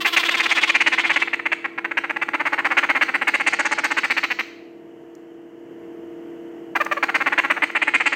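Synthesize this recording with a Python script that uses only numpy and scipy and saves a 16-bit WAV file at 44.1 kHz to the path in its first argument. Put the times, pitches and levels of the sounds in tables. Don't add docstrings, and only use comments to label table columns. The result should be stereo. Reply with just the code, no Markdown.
import sys
import numpy as np
from scipy import signal
from scipy.fft import rfft, irfft, next_fast_len
from scipy.io import wavfile
from scipy.ndimage import uniform_filter1d, minimum_filter1d

SR = 44100
rng = np.random.default_rng(int(sys.argv[2]) if len(sys.argv) > 2 else 0)


def transcribe(u):
    v = np.clip(np.atleast_2d(u).T, -1, 1)
    q = np.round(v * 32767).astype(np.int16)
    wavfile.write(sys.argv[1], SR, q)


N = 359415
TIME = np.arange(N) / SR
CALL_SIZE = 4096


def undb(db):
    return 10 ** (np.asarray(db) / 20)


def unit(x):
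    return x / np.sqrt(np.mean(x ** 2) + 1e-20)


def curve(rows, t):
    return np.interp(t, *np.transpose(rows))


def gains(points, size):
    point_hz, db = np.transpose(points)
    bin_hz = np.fft.rfftfreq(size, 1 / SR) + 1
    return undb(np.interp(np.log(bin_hz), np.log(point_hz), db))


def colour(x, points):
    size = next_fast_len(x.shape[-1], True)
    return irfft(rfft(x, size) * gains(points, size), size)[..., :x.shape[-1]]


def walk(rate):
    knots = rng.standard_normal(1024)
    return 1.17 * np.interp(TIME * rate, np.arange(len(knots)), knots)


def add(out, s, sound, pan_db, lag_ms):
    hz = np.fft.rfftfreq(len(sound), 1 / SR)
    late = irfft(rfft(sound) * np.exp(-2j * np.pi * hz * lag_ms / 1000))
    start = int(np.clip(s * SR, 0, N - 1))
    fade = np.clip(np.linspace(5, 0, len(sound)), 0, 1) ** 2
    pair = fade * np.array([sound * undb(pan_db / 2), late * undb(-pan_db / 2)])
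    out[:, start:start + len(sound)] += pair[:, :N - start]


def appliance(air_db=-46, waver_db=1.5, drift=0.001205, pan_db=3, wide_hz=800):
    # f/Hz, level/dB
    hum_tones = [(60, -86.5), (150.7, -67), (209.9, -62), (253, -66), (301.5, -51.5), (336.7, -41.5),
                 (358.5, -55), (379.7, -63), (420.3, -58.5), (463.8, -49), (632, -60), (672.9, -57),
                 (716, -65), (925.9, -67.5)]
    # f/Hz, level/dB
    air_low = [(30, -35.5), (90, -20.5), (150, -10.5), (200, -8.5), (310, 0), (400, -3), (520, -10.5),
               (680, -12.5), (1250, -21), (2000, -20), (2450, -29), (2950, -22.5), (3800, -48.5),
               (6700, -41.5)]
    air_top = [(9000, -61), (11300, -44), (16000, -50)]
    # t/s, level/dB
    hum_swell = [(0, -0.5), (1.7, -2.5), (3, -0.5), (4.5, -3.5), (5.5, -3), (5.85, 1), (6.4, 1.5),
                 (7.2, 0.5), (8.15, -2.5)]
    tones = 0
    for hz, db in hum_tones:
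        phase = 2 * np.pi * np.cumsum(hz * (1 + drift * walk(1.5))) / SR
        tones = tones + np.sqrt(2) * undb(db + waver_db * walk(2.65)) * np.sin(phase)
    mid, side = colour(rng.standard_normal((2, N)), air_low + air_top)
    side = unit(side)
    high_pass = signal.butter(1, wide_hz, "high", fs=SR, output="sos")
    side = 0.36 * side + 1.1 * signal.sosfilt(high_pass, side)
    air = (unit(mid) + np.array([side, -side])) * undb(air_db + .5 * walk(4))
    return (tones + air) * undb(curve(hum_swell, TIME)) * undb([[pan_db / 2], [-pan_db / 2]])


def room(x, wet_db, t60_low=0.74, t60_high=0.55, split_hz=5000):
    # f/Hz, level/dB
    room_colour = [(100, -7), (300, -2), (800, 2), (2000, 0), (3000, 4.5), (4200, 9), (6000, 2.5),
                   (9000, 3), (16000, 11)]
    t = np.arange(SR * 3 // 4) / SR
    walls = rng.standard_normal((2, len(t)))
    low = signal.sosfilt(signal.butter(2, split_hz, fs=SR, output="sos"), walls)
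    high = walls - low
    tail = low * undb(-60 * t / t60_low) + high * undb(-60 * t / t60_high)
    onset = np.clip(t / 0.0011, 0, 1)
    tail = colour(unit(tail * onset), room_colour) / np.sqrt(len(t))
    return x + undb(wet_db) * signal.fftconvolve(x, tail, axes=1)[:, :N]


def scatter(sound, db, decay_s):
    t = np.arange(CALL_SIZE // 4) / SR
    echoes = rng.standard_normal(len(t)) * np.exp(-t / decay_s) * (t > .0008)
    echoes = echoes / np.linalg.norm(echoes)
    return sound + undb(db) * signal.fftconvolve(sound, echoes)[:CALL_SIZE]


def beak_clicks(decay_s=0.0019):
    # t/s, level/dB
    clicks = [(1.357, -42), (3.282, -24), (3.844, -25), (5.152, -44.5), (6.849, -27.5), (7.713, -40),
              (7.897, -43)]
    # f/Hz, level/dB
    click_colour = [(1000, -31), (4000, -3), (7000, 2), (10000, -15), (13000, -5), (16000, -11)]
    out, t = np.zeros((2, N)), np.arange(CALL_SIZE) / SR
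    for s, db in clicks:
        burst = rng.standard_normal(CALL_SIZE) * np.exp(-t / decay_s)
        snap = colour(burst, click_colour)
        add(out, s, undb(db) * snap, pan_db=9.0, lag_ms=0.16)
    return out


def body(points):
    cepstrum = irfft(np.log(gains(points, CALL_SIZE)))
    cepstrum[1:CALL_SIZE // 2] *= 2
    cepstrum[CALL_SIZE // 2 + 1:] = 0
    return np.exp(rfft(cepstrum))


def mouth(ring, ring_hz=3050, sharpness=5.8, ring_db=2):
    hz = np.fft.rfftfreq(CALL_SIZE, 1 / SR) + 1
    resonance = 1 / (1 + 1j * sharpness * (hz / ring_hz - ring_hz / hz))
    return 1 + np.clip(ring, 0, 1) * undb(ring_db) * resonance


def syrinx(length, rate_hz, delay, jitter, scatter_db, edge, slowing=0.15, swell=0.95, sag=0.28):
    chance = rng.standard_normal((2, 24))
    steps = np.arange(24) / rate_hz
    slower = slowing * (np.minimum(steps / length, 1) - .5)
    periods = (1 + slower + jitter * chance[0]) / rate_hz
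    times = np.cumsum(periods) - periods[0] + delay / rate_hz
    progress = np.clip(times / length, 0, 1)
    opening = np.abs(np.sin(np.pi * progress ** swell))
    sizes = (edge * (1 - sag * progress ** 2) + opening) * undb(scatter_db * chance[1])
    return np.array([times, sizes, opening])[:, times < length]


def call(pulses, length, throat, throat_hz, sharpness, rasp_db, hiss_db, edge_hz, gape, puff_s, bite,
         lift=0.07, wobble=0.075):
    # f/Hz, level/dB
    rasp_shut = [(1500, -27), (3300, -5), (4400, 3.5), (5300, -4), (6500, 7.5), (7500, -2), (8400, -3),
                 (11000, -7.5)]
    # f/Hz, level/dB
    rasp_gape = [(3300, 7), (4400, 2), (5300, 6), (6500, -3), (8400, -10), (11000, -2)]
    # f/Hz, level/dB
    hiss_colour = [(5000, -46.5), (10500, -2.5), (12300, 1.5), (13200, 3), (16000, -0.5)]
    times, sizes, opening = pulses[:, :, None]
    hz = np.fft.rfftfreq(CALL_SIZE, 1 / SR) + 1
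    snaps = sizes * np.exp(-2j * np.pi * hz * times)
    luck = rng.standard_normal((48, 1))[:len(times)]
    centre = throat_hz * np.exp(lift * (opening - .7) + wobble * luck)
    resonance = 1 / (1 + 1j * sharpness * (hz / centre - centre / hz))
    voice = -irfft(throat * np.sum(snaps * resonance, axis=0))
    since = np.arange(CALL_SIZE) / SR - times
    puffs = sizes * (since > 0) * np.exp(-np.abs(since) / puff_s)
    force = np.sum(puffs, axis=0) ** bite
    flow = uniform_filter1d(force, size=150)
    rasp, hiss = np.array([force, flow]) * rng.standard_normal((2, CALL_SIZE))
    beak = gains(rasp_shut, CALL_SIZE) * gains(rasp_gape, CALL_SIZE) ** gape
    top_edge = 1 / np.sqrt(1 + (hz / edge_hz) ** 60)
    rasp = irfft(rfft(rasp) * beak * top_edge)
    hiss = colour(hiss, hiss_colour)
    sound = unit(voice) + undb(rasp_db) * unit(rasp) + undb(hiss_db) * unit(hiss)
    return sound * np.sqrt(length * SR / CALL_SIZE)


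def far_chick(rate_hz=350):
    # f/Hz, level/dB
    far_throat = [(30, -73), (150, -48), (320, 3), (550, -9.5), (1100, 1), (1500, -1.5), (2500, -1),
                  (3400, 0.5), (4000, -9.5), (5000, -13.5), (7000, -20.5), (11000, -30.5)]
    # from t/s, until t/s, time between calls/s
    far_runs = [(0.005, 0.71, 0.0607), (0.925, 1.22, 0.0675)]
    # t/s, level/dB
    far_level = [(0, -29), (0.07, -23), (0.3, -25), (0.68, -26), (0.92, -28.5), (1.2, -32.5)]
    call_s, first_hiss_db, hiss_fall_db_per_s = 0.029, -15.5, 33.5
    out, throat = np.zeros((2, N)), body(far_throat)
    for s in np.concatenate([np.arange(*run) for run in far_runs]):
        pulses = syrinx(call_s, rate_hz, 0, jitter=.04, scatter_db=1.2, edge=.7)
        hiss_db = first_hiss_db - hiss_fall_db_per_s * s
        sound = call(pulses, call_s, throat, throat_hz=2330, sharpness=0.43, rasp_db=-20, hiss_db=hiss_db,
                     edge_hz=7000, gape=.7, puff_s=.0014, bite=1.6)
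        sound = scatter(sound, db=-7, decay_s=.004)
        add(out, s, undb(curve(far_level, s)) * sound, pan_db=5.0, lag_ms=0)
    return out


def near_chick(sharpness=1.74):
    # t/s, length/s, level/dB
    near_calls = [(0.048, 0.025, -15.5), (0.164, 0.023, -13), (0.232, 0.011, -18.5), (0.285, 0.015, -16),
                  (0.34, 0.019, -18), (0.396, 0.023, -16.5), (0.455, 0.017, -18), (0.51, 0.023, -15.5),
                  (0.569, 0.031, -17.5), (0.628, 0.022, -14.5), (0.693, 0.016, -14.0), (0.744, 0.026, -14),
                  (0.802, 0.026, -15), (0.862, 0.027, -14.0), (0.918, 0.033, -19.0), (0.978, 0.027, -16.5),
                  (1.037, 0.03, -19), (1.095, 0.029, -15.5), (1.16, 0.018, -14.5), (1.217, 0.019, -15.5),
                  (1.275, 0.011, -22), (1.331, 0.015, -16.5), (1.394, 0.008, -23), (1.456, 0.019, -18),
                  (1.518, 0.02, -15.5), (1.644, 0.021, -21.5), (1.778, 0.017, -23), (1.845, 0.017, -20.5),
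                  (1.911, 0.014, -22), (1.971, 0.021, -16.5), (2.038, 0.022, -23.5), (2.096, 0.02, -20.0),
                  (2.162, 0.014, -21.5), (2.215, 0.023, -19), (2.285, 0.0079, -19.5), (2.335, 0.026, -19.0),
                  (2.397, 0.026, -20.5), (2.454, 0.03, -18.5), (2.523, 0.026, -18.5), (2.579, 0.031, -20.0),
                  (2.647, 0.028, -16.5), (2.705, 0.031, -18.5), (2.769, 0.03, -13), (2.829, 0.025, -17.5),
                  (2.89, 0.028, -15), (2.95, 0.03, -17.5), (3.011, 0.027, -12.5), (3.083, 0.022, -20.5),
                  (3.14, 0.027, -16.5), (3.214, 0.022, -18), (3.271, 0.028, -14.5), (3.338, 0.024, -14.5),
                  (3.399, 0.022, -17.5), (3.464, 0.026, -13), (3.526, 0.024, -16.5), (3.589, 0.027, -15.5),
                  (3.649, 0.027, -16.5), (3.712, 0.028, -16.5), (3.778, 0.025, -18.5),
                  (3.836, 0.032, -16.5), (3.905, 0.026, -18), (3.968, 0.0293, -16.5), (4.034, 0.029, -17.5),
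                  (4.1, 0.029, -16.5), (4.167, 0.026, -17.5), (4.231, 0.024, -18), (4.303, 0.028, -20.0),
                  (4.389, 0.026, -20.5), (6.752, 0.024, -18), (6.802, 0.024, -18.5), (6.861, 0.01, -23.5),
                  (6.913, 0.021, -17.5), (6.968, 0.018, -22.5), (7.027, 0.02, -15), (7.085, 0.02, -20.0),
                  (7.144, 0.027, -15), (7.204, 0.025, -19), (7.261, 0.028, -16.5), (7.321, 0.022, -18),
                  (7.378, 0.025, -13), (7.438, 0.026, -19.5), (7.5, 0.024, -14.5), (7.564, 0.023, -23),
                  (7.621, 0.025, -14.0), (7.699, 0.0063, -24), (7.75, 0.028, -15.5), (7.817, 0.022, -14.5),
                  (7.873, 0.024, -15.5), (7.938, 0.028, -12.5), (8.001, 0.024, -16.5), (8.058, 0.026, -13),
                  (8.122, 0.021, -17)]
    # f/Hz, level/dB
    near_throat = [(30, -54), (100, -38.5), (200, 2.5), (290, 7.5), (420, 1.5), (580, 1), (850, 4),
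                   (1250, -0.5), (1650, 0), (2100, 4), (2650, -1), (3100, -13), (3600, -17.5),
                   (6000, -29.5), (11000, -49)]
    # t/s, throat resonance f/Hz, gape/0-1, hiss level/dB
    posture_rows = [(0, 2210.0, 0.57, -27), (0.799, 2260, 0.57, -41), (1.299, 2120, 0, -43),
                    (1.8, 1880, 0, -42), (2.5, 1560, 0.28, -37.5), (3.149, 1850, 0.34, -38),
                    (3.45, 1960, 0.67, -41), (3.751, 1620, 0.85, -40), (4.15, 2010, 0.82, -32.5),
                    (4.4, 2150, 0.96, -30), (6.75, 1270, 0.28, -27), (6.92, 1210, 0.3, -31),
                    (7.1, 1640.0, 0.37, -36), (7.55, 1630, 0.21, -36), (7.801, 2070, 0.08, -47),
                    (8.15, 2010, 0.63, -45)]
    # t/s, f/Hz
    rasp_edge = [(0, 11500), (1.4, 9300), (3.4, 9100), (4.3, 8100), (6.8, 9200), (7.5, 9100), (8.1, 8500)]
    # t/s, level/dB
    head_pan = [(0, 5.5), (1.1, 4.5), (1.7, 6), (2.3, 5.5), (3.2, 3.5), (3.8, 0), (4.3, 5.5), (6.8, 6),
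                (7.4, 4.5), (8.1, 1)]
    # t/s, delay/ms
    head_lag = [(0, .02), (1.3, .055), (3.0, .06), (3.7, .12), (4.15, .07), (6.7, .055), (7.4, .06),
                (7.8, .09)]
    pulse_hz, pulse_spread, second_side, second_spread = 280.27, 0.0373, 0.76, 0.15
    throat_rise, rate_rise, rasp_rise_db, hiss_rise_db, second_rise = 0.031, 0.018, 1.28, 0.5, 0.19
    attack, attack_rise_db = 1.05, 0.7
    second_delay, second_sooner = 1.25, 0.2814
    rasp_shut_db, rasp_gape_db = -30, 18
    ring_shut, ring_gape, ring_rise = 0.19, 0.97, 0.073

    out, throat = np.zeros((2, N)), body(near_throat)
    levels = np.array(near_calls)[:, 2]
    efforts = np.clip(levels - uniform_filter1d(levels, size=5), -3, 3)
    when, *posture = np.transpose(posture_rows)
    chance = rng.standard_normal((len(levels), 2))
    for (s, length, db), effort, (rate_luck, second_luck) in zip(near_calls, efforts, chance):
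        length = np.clip(length, .003, .06)
        throat_hz, gape, hiss_db = (np.interp(s, when, column) for column in posture)
        rate_hz = pulse_hz * (1 + rate_rise * effort + pulse_spread * rate_luck)
        second = np.clip(second_side + second_rise * effort + second_spread * second_luck, 0, 1)
        if 4.28 < s < 4.5:
            rate_hz, second = 243, 0
        if 6.79 < s < 7.0:
            rate_hz, second = 579.4, 0
        edge = attack * undb(attack_rise_db * effort)
        first = syrinx(length, rate_hz, 0, jitter=0.044, scatter_db=1.5, edge=edge)
        delay = max(second_delay - second_sooner * effort, .3)
        other = syrinx(length, rate_hz * 1.13, delay, jitter=0.1382, scatter_db=2.0, edge=edge)
        other = other * [[1], [second], [1]]
        ring = ring_shut + ring_gape * gape + ring_rise * effort
        rasp_db = rasp_shut_db + rasp_gape_db * gape + rasp_rise_db * effort
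        sound = call(np.hstack([first, other]), length, throat * mouth(ring),
                     throat_hz * (1 + throat_rise * effort), sharpness, rasp_db,
                     hiss_db + hiss_rise_db * effort, curve(rasp_edge, s), gape, puff_s=0.0027, bite=2.44)
        sound = scatter(sound, db=-13, decay_s=.0035)
        add(out, s, undb(db) * sound, curve(head_pan, s), curve(head_lag, s))
    return out


def scene():
    near = room(near_chick() + beak_clicks(), wet_db=-14.5)
    far = room(far_chick(), wet_db=-9)
    return near + far + appliance()


def record(channels_in):
    # f/Hz, level/dB
    right_colour = [(100, 1.5), (800, 1), (2300, 0), (4300, 8), (6500, 4), (8600, 15.5), (9800, -9.5),
                    (11300, 1.5), (16000, -4.5)]
    top_hz = 15900
    channels = np.array([channels_in[0], colour(channels_in[1], right_colour)])
    headroom = 1 / np.maximum(np.abs(channels).max(axis=0), 1)
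    gain = uniform_filter1d(minimum_filter1d(headroom, size=129), size=129)
    low_pass = signal.ellip(10, .2, 80, top_hz, fs=SR, output="sos")
    return signal.sosfilt(low_pass, channels * gain)


dry = scene()
out = record(dry)
transcribe(out)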